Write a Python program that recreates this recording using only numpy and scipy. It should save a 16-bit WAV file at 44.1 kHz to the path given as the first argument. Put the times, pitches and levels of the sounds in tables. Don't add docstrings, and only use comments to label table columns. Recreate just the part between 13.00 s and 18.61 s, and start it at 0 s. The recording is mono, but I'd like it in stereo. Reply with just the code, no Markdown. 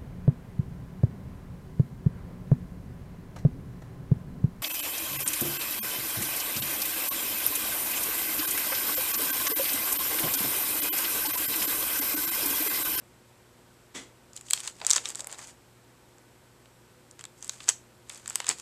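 import sys
import numpy as np
from scipy import signal
from scipy.io import wavfile

SR = 44100
rng = np.random.default_rng(int(sys.argv[2]) if len(sys.argv) > 2 else 0)


def master_out(mix):
    frames = np.transpose(np.atleast_2d(mix))
    ceiling = np.clip(frames, -1, 1)
    pcm = np.round(ceiling * 32767).astype(np.int16)
    wavfile.write(sys.argv[1], SR, pcm)


N = 247401
TIME = np.arange(N) / SR
SIDES = np.array([[1], [-1]]) / 2


def buckle(hz, width_hz, flutter, flutter_s, low_hz, size=900):
    t = np.arange(size) / SR
    shared, left, right = rng.standard_normal((3, size))
    push = flutter * (shared + 0.36 * np.array([left, right])) * np.exp(-t / flutter_s)
    push[:, 0] += 1
    ring = passed(resonate(push, hz, width_hz), low_hz, "high")
    energy = np.sum(ring ** 2) / 2
    return ring / np.sqrt(energy / (SR / 1000))


def crease_flip(hz, crack_trim_db=-1.5, tick_trim_db=-16.5):
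    crack = buckle(hz, width_hz=2200, flutter=0.1564, flutter_s=0.0014, low_hz=4130)
    crack = passed(crack, 9400, "low")
    tick = buckle(12950, width_hz=5000, flutter=0.16, flutter_s=0.0005, low_hz=8000)
    tick = tick * from_db(25.5 * np.log2(hz / 7500) + 3.0 * SIDES)
    return crack * from_db(crack_trim_db) + tick * from_db(tick_trim_db)


def sheet_answer(hz, body_level, flex_level, body_trim_db=1.0, flex_trim_db=1.5):
    body = buckle(hz, width_hz=1840, flutter=0.28, flutter_s=0.0022, low_hz=1200)
    body = passed(body, 4400, "low", order=4)
    flex_hz = 1200 * 2 ** rng.normal(0, 0.15)
    flex = buckle(flex_hz, width_hz=1100, flutter=0.15, flutter_s=0.0025, low_hz=480)
    flex = passed(flex, 2500, "low")
    return body * from_db(body_level + body_trim_db) + flex * from_db(flex_level + flex_trim_db)


# [t/s, crack level/dB, crack f/Hz, body level/dB, body f/Hz, flex level/dB]
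SNAPS = [(1.333, -40.5, 7150, -54, 3300, -65), (1.3645, -29, 7800, -42, 3800, -53),
         (1.374, -40, 6550, -38, 3600, -49), (1.4109, -35.5, 8200, -52, 2780, -50),
         (1.4852, -44, 7300, -40, 3700, -61), (1.5026, -24.5, 8400, -34, 3820, -60),
         (1.5084, -13.5, 8200, -24, 3650, -47), (1.5339, -7.5, 8070, -13, 3377, -26.5),
         (1.5758, -35, 7000, -31.5, 2616, -46), (1.6033, -27.5, 7800, -34.5, 3180, -49),
         (1.677, -27.5, 7060, -24.5, 3500, -35.5), (1.8151, -45, 6600, -28, 3400, -37),
         (1.8487, -25.5, 6600, -32, 3200, -29.5), (1.8666, -10, 7140, -38, 3700, -33),
         (1.898, -17, 7800, -29, 2900, -46), (1.9052, -7.5, 7500, -33.5, 3500, -38),
         (1.911, -4.5, 6000, -18.5, 4000, -38), (1.9333, -9.5, 6500, -35, 3100, -30.5),
         (1.9605, -15, 6360, -27, 4200, -33.5), (1.9634, -11.5, 6460, -20, 3300, -24.5),
         (1.9805, -26, 6560, -23, 3310, -30), (2.0559, -23.5, 6000, -21, 4000, -35),
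         (2.1033, -27, 7740, -40, 2700, -48), (2.149, -32, 7260, -35.5, 3400, -53),
         (2.1556, -24.5, 7440, -46, 3600, -41), (2.194, -31, 7800, -38, 3500, -40),
         (2.2056, -24.5, 7200, -35.5, 3500, -57), (2.2444, -33.5, 7800, -53.5, 2870, -41),
         (2.271, -22, 9300, -48, 3200, -37.5), (2.327, -30, 7650, -40, 3520, -39),
         (2.3907, -36, 7200, -53, 3520, -36), (3.1832, -49.5, 7500, -59.5, 3100, -58),
         (3.6574, -57.5, 7900, -50, 2470, -55), (4.1117, -39, 7100, -62, 3600, -66),
         (4.193, -38.5, 7000, -43, 3300, -44.5), (4.2102, -40, 7700, -43, 3100, -44.5),
         (4.24, -33.5, 7300, -39.5, 3700, -37.5), (4.2528, -33.5, 7500, -36.5, 3130, -44.5),
         (4.4261, -29.5, 7160, -45.5, 3500, -46), (4.4453, -32, 7700, -50, 3500, -50),
         (4.4946, -19.5, 7150, -26, 3725, -36.5), (4.604, -57.5, 6900, -34.5, 3400, -43.5),
         (4.6834, -23.5, 7000, -27.5, 3100, -28), (4.6892, -8.5, 7200, -18.5, 4000, -25),
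         (4.691, -9, 7550, -31, 3500, -28), (4.6966, -16, 7350, -25, 3070, -31.5),
         (5.0956, -29, 7700, -49, 3600, -49), (5.0991, -38, 6700, -33, 2870, -42),
         (5.2592, -36, 7100, -42, 3070, -38), (5.278, -23.5, 7700, -46, 2480, -38.5),
         (5.2987, -24.5, 8100, -51, 3700, -50), (5.3054, -32, 7400, -39, 2290, -35.5),
         (5.3566, -11, 8570, -34, 2980, -26), (5.4024, -24, 7400, -27, 2170, -26.5),
         (5.4442, -35, 7500, -32.5, 3100, -37), (5.4673, -25, 6050, -30.5, 3260, -32.5),
         (5.4906, -9.5, 7100, -36, 3498, -27), (5.4987, -23, 7600, -25.5, 2700, -26.5),
         (5.515, -32, 7770, -37, 3100, -31.5)]


def snaps(crease_pan_db=4.5, sheet_pan_db=1.0):
    out = np.zeros((2, N))
    for s, crack_level, crack_hz, body_level, body_hz, flex_level in SNAPS + small_creases():
        crease = crease_flip(crack_hz) * from_db(crack_level)
        sheet = sheet_answer(body_hz, body_level, flex_level)
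        pan_db = crease_pan_db + rng.normal(0, 1)
        crease = crease * rms_one(from_db(pan_db * SIDES))
        add(out, s, crease + sheet * from_db(sheet_pan_db * SIDES))
    return out


# [start t/s, length t/s, crackle level/dB, rustle level/dB]
STROKES = [(1.359, 0.021, -47.5, -59), (1.463, 0.053, -49.5, -67), (1.53, .075, -41.5, -52),
           (1.635, 0.05, -40.5, -50), (1.793, .07, -53, -60), (1.879, .1, -36.5, -43.5),
           (2.052, 0.048, -39, -48), (2.172, 0.043, -45, -55), (2.299, 0.05, -48.5, -54.5),
           (2.384, 0.061, -45, -54), (2.448, 0.056, -49.5, -59), (4.198, 0.014, -53.5, -57.5),
           (4.378, .04, -59.5, -73), (4.432, 0.13, -50, -59.5), (4.606, 0.056, -49.5, -58),
           (4.689, 0.013, -29, -39), (5.104, 0.08, -49, -56.5), (5.275, 0.09, -50, -57.5),
           (5.366, 0.11, -51, -55.5), (5.487, 0.027, -31, -37.5), (5.574, 0.027, -47, -56)]
# [start t/s, length t/s]
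HOLDS = [(1.36, 1.15), (4.43, .3), (5.1, .5)]
# [f/Hz, relative level/dB per Hz]
CRACKLE_COLOUR = [(2000, -33.5), (3800, -10.5), (5000, 3), (6500, 3.5), (7900, 1), (9500, -2),
                  (11500, -12.5), (15000, -12.5)]
# [f/Hz, relative level/dB per Hz]
RUSTLE_COLOUR = [(150, -19.5), (400, -11), (800, -0.5), (1600, 0.5), (3500, 0.5), (5000, 1.5), (9000, -23)]
# [f/Hz, left-right likeness (1 = same), left over right level/dB]
FILM_IMAGE = [(200, 1, -3), (1213, 0.84, 2), (4370, 0.7, 2.5), (8000, .3, 7), (13910, 0.2014, 4.5)]


def sliding(crackle_trim_db=-2.1, rustle_trim_db=4.0):
    typical_s, rise_db_per_s, fall_db_per_s = 0.044, 650, 479
    creep = sum(swell(start_s, length_s, rise_db_per_s, fall_db_per_s) for start_s, length_s in HOLDS)
    crackle_gain = creep * from_db(-56.5 + crackle_trim_db)
    rustle_gain = creep * from_db(-66 + rustle_trim_db)
    for start_s, length_s, crackle_level, rustle_level in STROKES:
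        haste = np.sqrt(typical_s / length_s)
        motion = swell(start_s, length_s, haste * rise_db_per_s, haste * fall_db_per_s)
        crackle_gain = np.maximum(crackle_gain, motion * from_db(crackle_level + crackle_trim_db))
        rustle_gain = np.maximum(rustle_gain, motion * from_db(rustle_level + rustle_trim_db))
    slips = grains(per_s=399, spread_db=2.5, grain_s=0.001, smooth=0.5)
    crackle = coloured(slips, CRACKLE_COLOUR, FILM_IMAGE) * crackle_gain
    rustle = coloured(slips[::-1], RUSTLE_COLOUR, FILM_IMAGE) * rustle_gain
    return crackle + rustle


def grains(per_s, spread_db, grain_s, smooth):
    sizes = from_db(spread_db * np.minimum(rng.exponential(1, N), 3))
    born = rng.random(N) < per_s / SR
    power = signal.lfilter([1], [1, -np.exp(-1 / (grain_s * SR))], born * sizes ** 2)
    return white() * np.sqrt(power / power.mean() + smooth)


def small_creases(per_s=75, over_db=5.5, spread_db=4.5, crack_hz=7360, body_hz=3250):
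    rows = []
    for start_s, length_s, crackle_level, rustle_level in STROKES:
        places, chances = rng.random(16), rng.standard_normal((16, 3))
        for k, (place, (bright, dull, pitch)) in enumerate(zip(places, chances)):
            after_s = (k + place) / per_s
            if after_s < length_s:
                crack_level = crackle_level + over_db + spread_db * bright
                body_level = rustle_level + over_db + spread_db * dull
                tightness = 2 ** (0.16 * pitch)
                rows.append((start_s + after_s, crack_level, crack_hz * tightness,
                             body_level, body_hz * tightness, body_level - 5))
    return rows


# [t/s, level/dB at the start, fade t/s, f/Hz]
LOW_PUFFS = [(.985, -51, 0.088, 278), (1.814, -39.5, 0.019, 650), (1.964, -47, 0.044, 440),
             (2.05, -54, 0.11, 500), (2.189, -51.5, 0.091, 587), (2.27, -53, 0.13, 610),
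             (2.389, -49.5, 0.029, 900), (4.688, -54.5, 0.026, 520), (5.401, -50, 0.038, 700),
             (5.498, -44, 0.024, 286)]


def low_puffs(relative_width=0.78):
    out = np.zeros((2, N))
    t = np.arange(SR // 2) / SR
    for s, db, fade_s, hz in LOW_PUFFS:
        puff = resonate(rng.standard_normal(len(t)), hz, hz * relative_width)
        puff = rms_one(passed(puff, 3 * hz, "low"))
        add(out, s, (puff * from_db(db) * np.exp(-t / fade_s))[None])
    return out


# [f/Hz, relative level/dB per Hz]
BRUSH_COLOUR = [(100, -6.5), (250, -3.5), (600, -5.5), (1500, 1), (3000, 1), (4800, -3), (7500, 1),
                (10500, -14), (15000, -24)]
# [f/Hz, width f/Hz, relative level/dB]
PAGE_MODES = [(237.2, 69, -6), (351.3, 90, -8.5), (988, 76, -12), (2020, 88, -5.5), (3330, 160, -6.5),
              (5800, 160, -17)]


def brush(friction_db=-41.0, ring_db=-44.5):
    friction = coloured(white(), BRUSH_COLOUR, FILM_IMAGE)
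    ring = sum(from_db(db) * rms_one(resonate(friction, hz, width)) for hz, width, db in PAGE_MODES)
    rub = swell(start_s=0.95, hold_s=0.023, rise_db_per_s=2800, fall_db_per_s=220)
    return rub * (from_db(friction_db) * friction + from_db(ring_db) * ring)


# [f/Hz, 60 dB decay t/s, level/dB per band]
ROOM = [(250, 0.66, -13.5), (1000, 0.43, -21), (4000, 0.18, -13.5), (8000, 0.26, -18), (14000, .2, -15)]


def room(x, first_echo_s=0.0013, build_s=0.0035, size=22000):
    t = np.arange(size) / SR
    noise = rng.standard_normal((2, 2, size))
    noise = rms_one(noise + 0.63 * noise[:, ::-1])
    onset = 1 - np.exp(-np.maximum(t - first_echo_s, 0) / build_s)
    response = 0
    for k, (low, hz, high) in enumerate(bands()):
        t60, level_db = at_hz(ROOM, hz)
        fade = onset * np.exp(-np.log(1000) * t / t60)
        fade = fade / np.linalg.norm(fade) * from_db(level_db)
        response = response + passed(noise[k % 2], [low, high], "band") * fade
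    return signal.fftconvolve(x, response, axes=1)[:, :N]


# [resonance f/Hz, width f/Hz, added resonance level/dB, treble roll-off f/Hz]
PORTS = [(7800, 770, 3.5, 14500), (7350, 1200, 2.5, 8840)]


def ports(x):
    heard = []
    for side, (hz, width, lift_db, top_hz) in zip(x, PORTS):
        ringing = side + from_db(lift_db) * resonate(side, hz, width)
        heard.append(passed(ringing, top_hz, "low"))
    return np.array(heard)


# [f/Hz, relative level/dB per Hz]
AIR_COLOUR = [(25, -24.5), (55, -13), (85, -13), (140, -11), (350, -13.5), (500, -14.5), (750, -17.5),
              (1000, -18), (1500, -20.5), (2500, -23), (5000, -26.5), (14000, -32.5)]
# [f/Hz, left-right likeness (1 = same), left over right level/dB]
AIR_IMAGE = [(59.8, 0.68, -8), (250, .9, 1.5), (700, 0.48, 1.5), (1500, .3, 3.5), (3200, 0, 2),
             (14000, 0, 0)]
# [f/Hz, width f/Hz, level/dB]
AIR_TONES = [(502.3, 21, -72.5), (932, 18, -75.5), (1512, 8.9, -77.5)]
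# [f/Hz, level/dB before panning]
HUM = [(59.5, -76), (119.9, -65.5), (239.8, -73.5), (359.7, -69.5)]


def background(air_db=-57.5, hiss_db=-69.5, hum_pan_db=-2.0):
    air = from_db(air_db) * coloured(white(), AIR_COLOUR, AIR_IMAGE)
    tones = sum(from_db(db) * rms_one(resonate(rng.standard_normal(N), hz, width))
                for hz, width, db in AIR_TONES)
    hiss = from_db(hiss_db) * rms_one(resonate(rng.standard_normal((2, N)), 7850, width_hz=700))
    hum = sum(np.sqrt(2) * from_db(db) * np.sin(2 * np.pi * (hz * TIME + rng.random())) for hz, db in HUM)
    return air + tones + hiss + hum * from_db(hum_pan_db * SIDES)


def from_db(db):
    return 10 ** (np.asarray(db) / 20)


def rms_one(x):
    return x / np.sqrt(np.mean(x ** 2) + 1e-20)


def at_hz(rows, hz):
    f, *columns = np.transpose(rows)
    return [np.interp(np.log(hz), np.log(f), c) for c in columns]


def passed(x, hz, kind, order=2):
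    return signal.sosfilt(signal.butter(order, hz, kind, fs=SR, output="sos"), x)


def resonate(x, hz, width_hz):
    r = np.exp(-np.pi * width_hz / SR)
    feed = np.array([1, 0, -1]) * (1 - r * r) / 2
    return signal.lfilter(feed, [1, -2 * r * np.cos(2 * np.pi * hz / SR), r * r], x)


def bands(count=25):
    edges = np.geomspace(25, 16500, count)
    return [(low, np.sqrt(low * high), high) for low, high in zip(edges, edges[1:])]


def white():
    return rng.standard_normal((2, 2, N))


def coloured(excitation, colour, image):
    out = 0
    for k, (low, hz, high) in enumerate(bands()):
        mid, side = passed(excitation[k % 2], [low, high], "band")
        alike, pan_db = at_hz(image, hz)
        pair = np.sqrt(1 + alike) * mid + np.sqrt(1 - alike) * side * [[1], [-1]]
        out = out + pair * from_db(at_hz(colour, hz)[0] + pan_db * SIDES)
    return rms_one(out)


def swell(start_s, hold_s, rise_db_per_s, fall_db_per_s):
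    before_db = np.maximum(start_s - TIME, 0) * rise_db_per_s
    after_db = np.maximum(TIME - start_s - hold_s, 0) * fall_db_per_s
    return from_db(-np.minimum(before_db + after_db, 120))


def add(out, s, sound):
    start = int(round(s * SR))
    out[:, start:start + sound.shape[1]] += sound[:, :N - start]


def scene():
    album = snaps() + sliding() + low_puffs() + brush()
    return ports(album + room(album)) + background()


def record(dry):
    rounded = dry / (1 + np.abs(dry / 0.92) ** 6) ** (1 / 6)
    top_cut = signal.ellip(10, 0.1, 80, 14300, fs=SR, output="sos")
    return signal.sosfilt(top_cut, rounded)


dry = scene()
out = record(dry)
master_out(out)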